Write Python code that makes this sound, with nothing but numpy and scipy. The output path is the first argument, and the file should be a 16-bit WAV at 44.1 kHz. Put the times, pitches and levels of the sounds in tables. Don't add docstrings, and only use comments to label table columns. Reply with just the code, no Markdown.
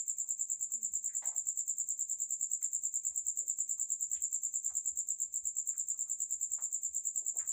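import sys
import numpy as np
from scipy import signal
from scipy.fft import rfft, irfft, next_fast_len
from scipy.io import wavfile

SR = 44100
rng = np.random.default_rng(int(sys.argv[2]) if len(sys.argv) > 2 else 0)


def wrap_up_sound(samples):
    columns = np.atleast_2d(samples).T
    tamed = np.clip(columns, -1, 1)
    steps = np.round(tamed * 32767).astype(np.int16)
    wavfile.write(sys.argv[1], SR, steps)


N = 331632
TIME = np.arange(N) / SR
FREQS = np.fft.rfftfreq(N, 1 / SR)
LEAD = SR // 10


def amp(db):
    return 10 ** (np.asarray(db) / 20)


def unit(x):
    return x / np.sqrt(np.mean(x ** 2) + 1e-24)


def add(mix, s, sound):
    start = int(round(s * SR))
    sound = sound[max(-start, 0):]
    part = mix[max(start, 0):][:len(sound)]
    part += sound[:len(part)]


def colour(x, points):
    hz, db = np.transpose(points)
    f = np.fft.rfftfreq(len(x), 1 / SR)
    gain = amp(np.interp(np.log(f + 1), np.log(hz + 1), db))
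    return irfft(rfft(x) * gain, len(x))


def band(x, hz, octaves):
    f = np.fft.rfftfreq(len(x), 1 / SR) + 1
    bell = np.exp(-.5 * (np.log2(f / hz) / octaves) ** 2)
    return irfft(rfft(x) * bell, len(x))


def drift(seconds):
    low_pass = np.exp(-(FREQS * seconds) ** 2)
    return unit(irfft(rfft(rng.standard_normal(N)) * low_pass, N))


def shed(x, t60, build):
    t = TIME[:SR // 2]
    decay = amp(-60 * t / t60)
    growth = 1 - np.exp(-(t / build) ** 2)
    tail = rng.standard_normal(len(t)) * decay * growth
    return signal.fftconvolve(x, tail / np.linalg.norm(tail))[:len(x)]


def chirp_times():
    # (start [s], chirp period [s])
    runs = [(-0.0112, 0.1051), (0.5142, 0.1103), (0.8451, 0.1065), (1.4842, 0.1046), (2.5306, 0.1111),
            (2.6417, 0.1045), (2.9551, 0.1096), (3.1742, 0.1068), (3.7082, 0.103), (3.8112, 0.1062),
            (4.873, 0.1144), (5.2163, 0.1395), (5.3558, 0.1132), (5.5822, 0.106), (6.1124, 0.105),
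            (6.8472, 0.1151), (6.9623, 0.1056)]
    ends = [start for start, _ in runs[1:]]
    ends.append(N / SR + runs[-1][1])
    times = [np.arange(start, end - period / 2, period) for (start, period), end in zip(runs, ends)]
    return np.concatenate(times)


def wings(pitch_jitter=.0015, time_jitter=.0002, flutter=0.038, rasp_spread_db=3.2, scrape_rise=.08, scrape_fall=.3):
    # (start from the chirp time [s], relative level [dB], first pitch [Hz],
    # last pitch [Hz], length [s], relative overtone level [dB], relative scrape level [dB])
    strokes = [(-.041, -35, 6620, 6070, 0.021, -14, -15), (-.0325, -16, 7750, 6580, .016, -7, -8),
               (-.0176, -3, 7800, 6770, 0.018, -9.5, 2), (-.0004, -0.5, 7860, 6636, .0185, -19.5, -1)]
    # (share of the stroke, relative level [dB])
    pressure = [(0, -27), (.1, -15.5), (.243, 1), (.321, 0.5), (.408, -5.5), (.549, 0), (.666, -6),
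                (.78, -17.5), (1, -24.5)]
    # (time [s], relative level [dB])
    effort = [(0, -1.1), (1.6, -.4), (3.9, -.1), (5.2, -.4), (6.3, -1.1), (7.4, -.3)]
    # (frequency [Hz], gain [dB])
    radiation = [(2500, -100), (5000, -29.5), (6100, 0), (16000, 0)]
    # (frequency [Hz], relative level [dB])
    scrape_spectrum = [(3000, -80.5), (4800, -49.5), (5600, -27.5), (6300, -6.5), (7300, 8.5), (8400, 1),
                       (9300, -5), (10500, -15), (12000, -32), (14000, -26), (16000, -28)]
    tone, teeth = np.zeros((2, next_fast_len(N + 2 * LEAD)))
    for s in chirp_times():
        chirp_db = np.interp(s, *np.transpose(effort))
        for start, db, first_hz, last_hz, length, overtone_db, scrape_db in strokes:
            u = np.linspace(0, 1, int(length * SR))
            detune, late, bite, *wobble = rng.standard_normal(11)
            uneven = np.interp(u, np.linspace(0, 1, len(wobble)), wobble)
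            glide = first_hz + (last_hz - first_hz) * u
            hz = glide * (1 + pitch_jitter * (detune + uneven))
            phase = 2 * np.pi * np.cumsum(hz) / SR
            press = amp(np.interp(u, *np.transpose(pressure)))
            press *= signal.windows.tukey(len(u), .1) * (1 + flutter * uneven)
            overtone = amp(overtone_db + .5 - 23 * u) * np.sin(2 * phase)
            rasp = (1 - np.exp(-u / scrape_rise)) * np.exp(-u / scrape_fall)
            at = LEAD / SR + s + start + time_jitter * late
            add(tone, at, amp(chirp_db + db) * press * (np.sin(phase) + overtone))
            add(teeth, at, amp(scrape_db + rasp_spread_db * bite) * rasp)
    scrape = teeth * rng.standard_normal(len(teeth))
    return colour(tone, radiation), colour(scrape, scrape_spectrum)


def cricket(tone_db=-27.6, scrape_db=-45.5, tail_db=-7, scrape_tail_db=-2, absorb_db=-12):
    # (delay [s], relative level [dB])
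    echoes = [(.001303, 5), (.001648, -0.5), (.005502, -15), (.008732, 0), (.009199, -0.8), (0.01, -19.5),
              (0.0129, -7), (0.0131, -0.5), (.018517, -5.5), (.018589, -9), (.024828, -11), (0.0324, -14.5),
              (0.0358, -16.5), (0.0425, -17.5)]
    tone, teeth = wings()
    reflected = amp(tail_db) * shed(tone, t60=0.28, build=0.023)
    f = np.fft.rfftfreq(len(tone), 1 / SR)
    early = sum(amp(db) * np.exp(-2j * np.pi * f * delay) for delay, db in echoes)
    reflected += irfft(rfft(tone) * early, len(tone))
    song = tone + colour(reflected, [(8000, 0), (14000, absorb_db)])
    scrape = teeth + amp(scrape_tail_db) * shed(teeth, t60=0.18, build=0.0029)
    return (amp(tone_db) * song + amp(scrape_db) * scrape)[LEAD:LEAD + N]


def night(far_hz=2380, far_db=-97, hiss_db=-98, neighbour_hz=6250, high_hz=5350, high_db=-98, air_db=-81.7):
    # (frequency [Hz], relative level [dB])
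    air_spectrum = [(15, -29.5), (25, 3), (43, .5), (90, 2), (210, -1), (650, -10.5), (2060, -17.5),
                    (2350, -14), (2750, -18.5), (3920, -20), (5000, -18.5), (6500, -48.5), (11000, -120)]
    # (time [s], level [dB])
    neighbour_levels = [(0, -87.5), (4.05, -84), (4.25, -70.5), (4.7, -68), (4.9, -85.5), (7.5, -86)]
    air = unit(colour(rng.standard_normal(N), air_spectrum))
    air = amp(air_db) * air * amp(0.77 * drift(0.082))
    far = unit(band(rng.standard_normal(N), far_hz, .04))
    chorus = amp(far_db) * far * amp(3.8 * drift(.07))
    high = unit(band(rng.standard_normal(N), high_hz, .04))
    chorus += amp(high_db) * high * amp(5.4 * drift(.04))
    neighbour = unit(band(rng.standard_normal(N), neighbour_hz, .03))
    neighbour *= amp(np.interp(TIME, *np.transpose(neighbour_levels)))
    return air + chorus + neighbour + amp(hiss_db) * rng.standard_normal(N)


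def straw(t, length, clump=.42, spiky=.7, rise_s=.0055):
    knots = np.linspace(0, t[-1], num=60)
    snaps = rng.standard_normal(len(t)) * np.exp(spiky * np.minimum(rng.standard_normal(len(t)), 2))
    clumps = np.exp(clump * np.interp(t, knots, rng.standard_normal(len(knots))))
    push = (1 - np.exp(-t / rise_s)) * np.exp(-(t / length) ** 4)
    return snaps * clumps, push


def pushed(x, push):
    return unit(x * push) * np.sqrt(np.mean(push ** 2))


def scuffs(room_db=-7, level_db=2.3, sag_octaves=.15, grit_share=.7):
    # (start [s], relative level [dB], length [s], centre [Hz],
    # width [octaves], relative grit level [dB])
    scuff_list = [(.23, -84, .056, 1033, .38, -95), (.517, -87.5, .055, 1780, .43, -95),
                  (.698, -83, .03, 1000, .35, -97), (1.086, -73, .06, 1920, .27, -86),
                  (1.218, -61, .088, 810, .36, -65), (1.3, -71.5, .1, 800, .5, -82),
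                  (2.615, -77.5, .045, 1950, .17, -73), (3.095, -83, .05, 850, .7, -86),
                  (3.36, -78.5, .11, 480, .36, -88), (3.771, -79, .04, 1120, .32, -91),
                  (4.134, -72, .066, 3050, .32, -72), (4.688, -70.5, .052, 1000, .46, -77),
                  (5.729, -75, .038, 1700, .4, -83), (5.938, -79.5, .03, 1130, .45, -92),
                  (6.045, -82.5, .085, 1080, .45, -94), (6.58, -63.5, .045, 1000, .5, -72),
                  (7.188, -78, .084, 510, .6, -95), (7.338, -68, .08, 590, .55, -90),
                  (7.39, -65, .06, 1560, .46, -69)]
    # (frequency [Hz], relative level [dB])
    grit_spectrum = [(200, -17), (550, -10), (1100, -14), (1600, -1), (2050, 0), (2600, -11), (4000, -12),
                     (6000, -18), (12000, -33)]
    out, t = np.zeros(N), TIME[:SR // 3]
    for s, db, length, hz, octaves, grit_db in scuff_list:
        snaps, push = straw(t, length)
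        slowed = np.minimum(t / length, 1)
        fast = band(snaps, hz, octaves)
        slow = band(snaps, hz / 2 ** sag_octaves, octaves)
        rustle = (1 - slowed) * fast + slowed * slow
        add(out, s, amp(level_db + db) * pushed(rustle, push))
        snaps, push = straw(t, grit_share * length)
        add(out, s, amp(level_db + grit_db) * pushed(colour(snaps, grit_spectrum), push))
    return out + amp(room_db) * shed(out, t60=0.33, build=0.0037)


def stirs(per_s=2.5, level_db=-92, length_s=.04, centre_hz=1200, spread_octaves=.8, octaves=.45):
    out, t = np.zeros(N), TIME[:SR // 3]
    for when, pitch in rng.random((round(per_s * N / SR), 2)):
        snaps, push = straw(t, length_s)
        hz = centre_hz * 2 ** (spread_octaves * (2 * pitch - 1))
        add(out, when * N / SR, amp(level_db) * pushed(band(snaps, hz, octaves), push))
    return out


def catches(level_db=-3, tick_hz=9800, octaves=.3, decay_s=.005, room_db=-1):
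    # (time [s], relative level [dB])
    tick_list = [(0.3915, -59), (0.6215, -59), (1.2401, -61), (1.484, -62), (2.0931, -58), (2.2009, -61),
                 (2.5072, -60), (2.6244, -60), (5.0724, -59), (5.454, -60), (5.7763, -57), (6.3031, -59),
                 (6.9441, -58), (7.3667, -59)]
    out, t = np.zeros(N), TIME[:SR // 16]
    for s, db in tick_list:
        tick = unit(band(rng.standard_normal(len(t)), tick_hz, octaves))
        add(out, s, amp(level_db + db) * np.exp(-t / decay_s) * tick)
    return out + amp(room_db) * shed(out, t60=.13, build=.003)


def moans(overtone_db=-13, room_db=-1):
    # (start [s], level [dB], length [s], first pitch [Hz], last pitch [Hz])
    call_list = [(0.715, -68, .175, 250, 196)]
    out = np.zeros(N)
    for s, db, length, first_hz, last_hz in call_list:
        hz = np.linspace(first_hz, last_hz, int(length * SR))
        phase = 2 * np.pi * np.cumsum(hz) / SR
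        voice = np.sin(phase) + amp(overtone_db) * np.sin(2 * phase)
        add(out, s, amp(db) * signal.windows.tukey(len(phase), .5) * voice)
    return out + amp(room_db) * shed(out, t60=0.5, build=0.014)


def hops(ground_hz=62, rise=0.014):
    # (time [s], peak level of the envelope [dB])
    landings = [(0.912, -66), (3.088, -67), (3.229, -74), (3.77, -74.5), (4.16, -66), (4.708, -67),
                (4.91, -64.5), (5.27, -73), (5.419, -66.5), (5.779, -67), (6.34, -70), (6.499, -71),
                (6.89, -68), (7.41, -70)]
    out, t = np.zeros(N), TIME[:SR // 4]
    for s, db in landings:
        envelope = t / rise * np.exp(1 - t / rise)
        hz = ground_hz * rng.uniform(.93, 1.07)
        add(out, s, amp(db) * envelope * np.sin(2 * np.pi * hz * t))
    return out


def boards(x):
    # (frequency [Hz], width [Hz], gain at the centre [dB])
    resonances = [(700, 100, 2), (830, 40, 0.5), (970, 100, -2), (1220, 180, 1.5), (1980, 280, 2.5),
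                  (6900, 24, -2), (7079, 36, 1.5), (7240, 22, 4), (7460, 92, -3.5), (7613, 35, 2)]
    db = sum(db / (1 + (2 * (FREQS - hz) / width) ** 2) for hz, width, db in resonances)
    return irfft(rfft(x) * amp(db), N)


def scene():
    inside = boards(cricket() + catches() + scuffs() + stirs())
    return (inside + hops() + moans() + night())[None]


def record(dry, low_cut_hz=46, edge_hz=15950):
    high_pass = signal.butter(3, low_cut_hz, "highpass", fs=SR, output="sos")
    thin = signal.sosfilt(high_pass, dry)
    low_pass = signal.firwin(511, edge_hz, window=("kaiser", 9), fs=SR)
    return signal.oaconvolve(thin, low_pass[None], "same")


dry = scene()
out = record(dry)
wrap_up_sound(out)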